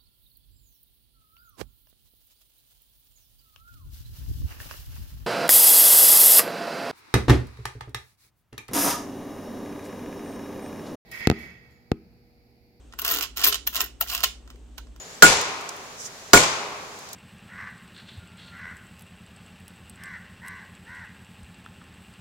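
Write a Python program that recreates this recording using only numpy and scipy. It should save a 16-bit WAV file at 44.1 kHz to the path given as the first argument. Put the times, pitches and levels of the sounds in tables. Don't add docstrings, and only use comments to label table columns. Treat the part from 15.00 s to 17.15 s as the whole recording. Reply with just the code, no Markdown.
import sys
import numpy as np
from scipy import signal
from scipy.fft import rfft, irfft, next_fast_len
from scipy.io import wavfile

SR = 44100
rng = np.random.default_rng(int(sys.argv[2]) if len(sys.argv) > 2 else 0)


def log_audio(samples):
    frames = np.atleast_2d(samples).T
    limited = np.clip(frames, -1, 1)
    pcm = np.round(limited * 32767).astype(np.int16)
    wavfile.write(sys.argv[1], SR, pcm)


N = 94815
TIME = np.arange(N) / SR
CUTOFF_HZ = 16000

# t/s, crack level/dB, crack t60/s, steel level/dB, thump and knock level/dB, clack level/dB,
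# forest send/dB, forest tilt/(dB per octave)
BLOWS = [(0.2228, -4, 0.074, -3, -3.5, -6.5, 2.5, 1.5), (1.3329, -3.5, 0.064, -11, -1, -3, 1.5, 1.17)]
# f/Hz, level/dB
SNAP_EQ = [(200, -1.5), (1200, 0), (2200, 1.5), (5000, 8.5), (7000, 4.5), (10000, -12), (16000, -31)]
CRACK_EQ = [(40, -30), (150, -6), (300, -4), (550, -6), (1000, 0.5), (1700, 3), (2500, -11), (4500, -14),
            (7000, -8), (10000, -19.5), (16000, -18)]
CLACK_EQ = [(200, -18), (900, 0), (1400, -1), (1950, -26), (2250, 11), (2500, 2), (2900, -8), (5500, -18),
            (7300, -5), (8300, -4), (10000, -27), (16000, -30)]
# f/Hz, level/dB, t60/s
STEEL_MODES = [(1405, -1, .09), (1442.5, 10.3, .14), (1692, 2, .06), (2260, -14, .12), (3368, -18, .11),
               (6900, -6, .08), (7387, -3, .135)]
# f/Hz, level/dB, t60/s
THUMP_AND_KNOCK = [(61.4, -16.5, 0.051), (116.3, -24.5, 0.32), (165, -20.5, 0.39), (207.3, -12.5, 0.12),
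                   (281, -13.5, 0.08), (412.2, -4.5, 0.15), (601, -20.5, 0.17), (702.5, -5, 0.1),
                   (785, -26, 0.057), (885, -12.5, 0.17), (983, -7.5, 0.098), (1101, -8.5, 0.09)]
def axe():
    snap = from_db(8.5) * noise(SNAP_EQ)
    crack = from_db(6) * noise(CRACK_EQ)
    clack = from_db(-7) * noise(CLACK_EQ)
    out = 0
    for start, crack_db, crack_t60, steel_db, thump_knock_db, clack_db, *_ in BLOWS:
        out += from_db(crack_db) * (snap * decay(start, t60=0.022) + crack * decay(start, crack_t60))
        out += from_db(steel_db) * ring(STEEL_MODES, start)
        out += from_db(thump_knock_db) * ring(THUMP_AND_KNOCK, start)
        out += from_db(clack_db) * clack * bump(start + 0.0439, half_width_s=0.0022)
    return out


def ring(tones, start, right_lag_s=0.00014):
    age = np.maximum(TIME - start - np.array([[0], [right_lag_s]]), 0)
    return sum((-1) ** k * from_db(db) * np.sin(2 * np.pi * hz * age) * np.exp(-np.log(1000) * age / t60)
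               for k, (hz, db, t60) in enumerate(tones))


# delay/s, level/dB, pan/dB
SLAPS = [(0.07, -27, 8), (.104, -22, -3)]
# f/Hz, level/dB
SLAP_EQ = [(100, -18), (300, -19), (700, 3), (1050, 11), (1600, -9), (4300, -2), (7200, -5), (9500, -19),
           (16000, -38)]
# f/Hz, level/dB, t60/s
NEAR_WASH = [(30, 6.5, 0.24), (80, 5.5, 0.48), (163, 4, 0.34), (415, 14.5, 0.23), (980, -4, 0.64),
             (2380, -0.5, 0.59), (2960, -3.5, .55), (5140, -7, 0.65), (7270, -2, 0.46), (8540, -10.5, 0.41),
             (15300, -15, 0.13)]
FAR_TAIL = [(60, 0, 0.44), (216, -11, 2.42), (440, 0.5, 1.49), (604, -0.5, 1.69), (1060, 3.5, 1.68),
            (1730, -7, 1.8), (2340, -2, 1.36), (3130, -7, 1.246), (6560, -4.5, 0.74), (9030, -20, 1),
            (15000, -41, .6)]
def forest():
    slap_envelope = sum(from_db(db) * pan(pan_db) * bump(start + delay, half_width_s=0.006)
                        for start, *_ in BLOWS for delay, db, pan_db in SLAPS)
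    slaps = noise(SLAP_EQ) * slap_envelope
    near = from_db(-11.5) * scatter(NEAR_WASH, rise_s=0.0088, grain_db=1.5)
    far = from_db(-23) * scatter(FAR_TAIL, rise_s=0.041, grain_db=0)
    return slaps + near + far


# f/Hz, pan/dB
FOREST_PAN = [(60, 6.5), (180, -1), (550, 1), (1650, -0.5), (5000, 3), (15000, 7)]
def scatter(reverb, rise_s, grain_db):
    hz, bins = noise_bins(reverb)
    centres = np.geomspace(40, 15000, 16)
    out = 0
    for centre, share in zip(centres, np.eye(len(centres))):
        crossover = np.interp(np.log(hz), np.log(centres), share)
        band = irfft(bins * crossover)[:, :N] * pan(at_hz(FOREST_PAN, centre))
        octaves = np.log2(centre / 2000)
        t60 = at_hz(reverb, centre, column=2)
        out += band * sum(from_db(db + tilt * octaves) * decay(start, t60)
                          for start, *_, db, tilt in BLOWS)
    return out * from_db(grain_db * drift(700)) * swell(rise_s)


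# f/Hz, level/dB, t60/s
LINGERING_TONES = [(410, -39.5, 1.72), (1045, -28.5, 0.66), (1446, -32.5, 0.87)]
def lingering(flutter_per_s=28):
    out = 0
    for hz, db, t60 in LINGERING_TONES:
        phase = 2 * np.pi * hz * TIME
        mid, side = [drift(flutter_per_s) * np.sin(phase) + drift(flutter_per_s) * np.cos(phase)
                     for _ in range(2)]
        envelope = sum(decay(start, t60) for start, *_ in BLOWS)
        out += from_db(db) * stereo(mid, side, hz) * envelope
    return out * swell(rise_s=0.041)


# t/s, level/dB, pan/dB, low-pass f/Hz
LEAF_TICKS = [(.412, -22.5, -4, 11100), (.6095, -33.5, -4, 11000), (0.6898, -23.5, -2, 7860),
              (.7635, -40, -5, 14000), (1.9885, -38, -1, 12000), (2.088, -35.5, -2, 9000),
              (2.13, -27.5, -0.5, 14000)]
# f/Hz, level/dB
LEAF_EQ = [(200, -45), (1000, -30), (3500, -14), (5500, 0), (7500, 0), (10000, -7.5), (15000, -2)]
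def leaves(rise_s=0.002):
    crackle = noise(LEAF_EQ) * from_db(2.1 * drift(1500))
    out = 0
    for start, db, pan_db, muffle_hz in LEAF_TICKS:
        muffle = signal.butter(2, muffle_hz, fs=SR, output="sos")
        envelope = np.clip((TIME - start) / rise_s, 0, 1) * decay(start, t60=0.026)
        out += from_db(db) * pan(pan_db) * envelope * signal.sosfilt(muffle, crackle)
    return out


# t/s, level/dB, half width/s
SWISHES = [(1.013, -40.5, 0.02), (1.061, -38, 0.012)]
# f/Hz, level/dB
CLOTH_EQ = [(2000, -30), (4300, -17.5), (5600, -2), (7300, -5.5), (10000, -17.5), (15000, -29)]
def clothing():
    strokes = sum(from_db(db) * bump(centre, half_width) for centre, db, half_width in SWISHES)
    return noise(CLOTH_EQ) * strokes * from_db(1.2 * drift(600)) * pan(-2.5)


# t/s, length/s, start f/Hz, end f/Hz, start level/dB
WHISTLES = [(-.01, 0.051, 6840, 6910, -37), (0.046, 0.12, 6970, 6910, -45.5),
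            (0.122, 0.11, 7570, 7900, -53)]
def bird(waver_hz=55, ramp_s=0.012, fade_db_per_s=109.5):
    out = 0
    for start, length, start_hz, end_hz, db in WHISTLES:
        end = start + length
        hz = np.interp(TIME, [start, end], [start_hz, end_hz]) + waver_hz * drift(395)
        gate = np.clip(np.minimum(TIME - start, end - TIME) / ramp_s, 0, 1)
        level_db = db - fade_db_per_s * np.maximum(TIME - start, 0) + 3 * drift(152)
        out += gate * from_db(level_db) * np.sin(2 * np.pi * np.cumsum(hz) / SR)
    return out * pan(7)


# f/Hz, level/dB
AIR_EQ = [(15, -47), (25, -11.5), (111, -4.5), (157, -3.5), (270, -5), (354, -13.5), (384, -1.5),
          (1840, -6.5), (2480, -8.5), (2990, -9.5), (6920, -7.5), (8360, -17), (16000, -26.5)]
def air():
    return from_db(-46) * noise(AIR_EQ)


# f/Hz, left-right correlation
CORRELATION = [(40, 0.95), (150, 0.73), (380, 0.9), (650, 0.83), (1000, 0.098), (2400, -0.021),
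               (15000, 0.0073)]
def stereo(mid, side, hz):
    alike = at_hz(CORRELATION, hz)
    return np.sqrt(1 + alike) * mid + np.sqrt(1 - alike) * side * [[1], [-1]]


def noise_bins(eq):
    size = next_fast_len(N)
    hz = np.maximum(np.arange(size // 2 + 1) * SR / size, 1)
    mid, side = rfft(rng.standard_normal((2, size)))
    gain = from_db(at_hz(eq, hz)) * (hz < CUTOFF_HZ)
    return hz, gain / np.sqrt(np.mean(gain ** 2)) * stereo(mid, side, hz)


def noise(eq):
    return irfft(noise_bins(eq)[1])[:, :N]


def swell(rise_s):
    return 1 - sum((TIME >= start) * np.exp(-np.maximum(TIME - start, 0) / rise_s) for start, *_ in BLOWS)


def decay(start, t60):
    age = TIME - start
    return (age >= 0) * np.exp(-np.log(1000) * np.maximum(age, 0) / t60)


def bump(centre, half_width_s):
    return np.exp(-.5 * ((TIME - centre) / half_width_s) ** 2)


def drift(rate):
    return np.interp(TIME * rate, np.arange(N), rng.standard_normal(N))


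def at_hz(table, hz, column=1):
    table = np.array(table)
    return np.interp(np.log(hz), np.log(table[:, 0]), table[:, column])


def pan(db):
    return from_db(np.array([[db], [-db]]) / 2)


def from_db(db):
    return 10 ** (np.asarray(db) / 20)


def scene():
    return axe() + forest() + lingering() + leaves() + clothing() + bird() + air()


def record(dry):
    lowpass = signal.ellip(10, .1, 70, CUTOFF_HZ, fs=SR, output="sos")
    return signal.sosfilt(lowpass, np.clip(dry, -1, 1))


dry = scene()
out = record(dry)
log_audio(out)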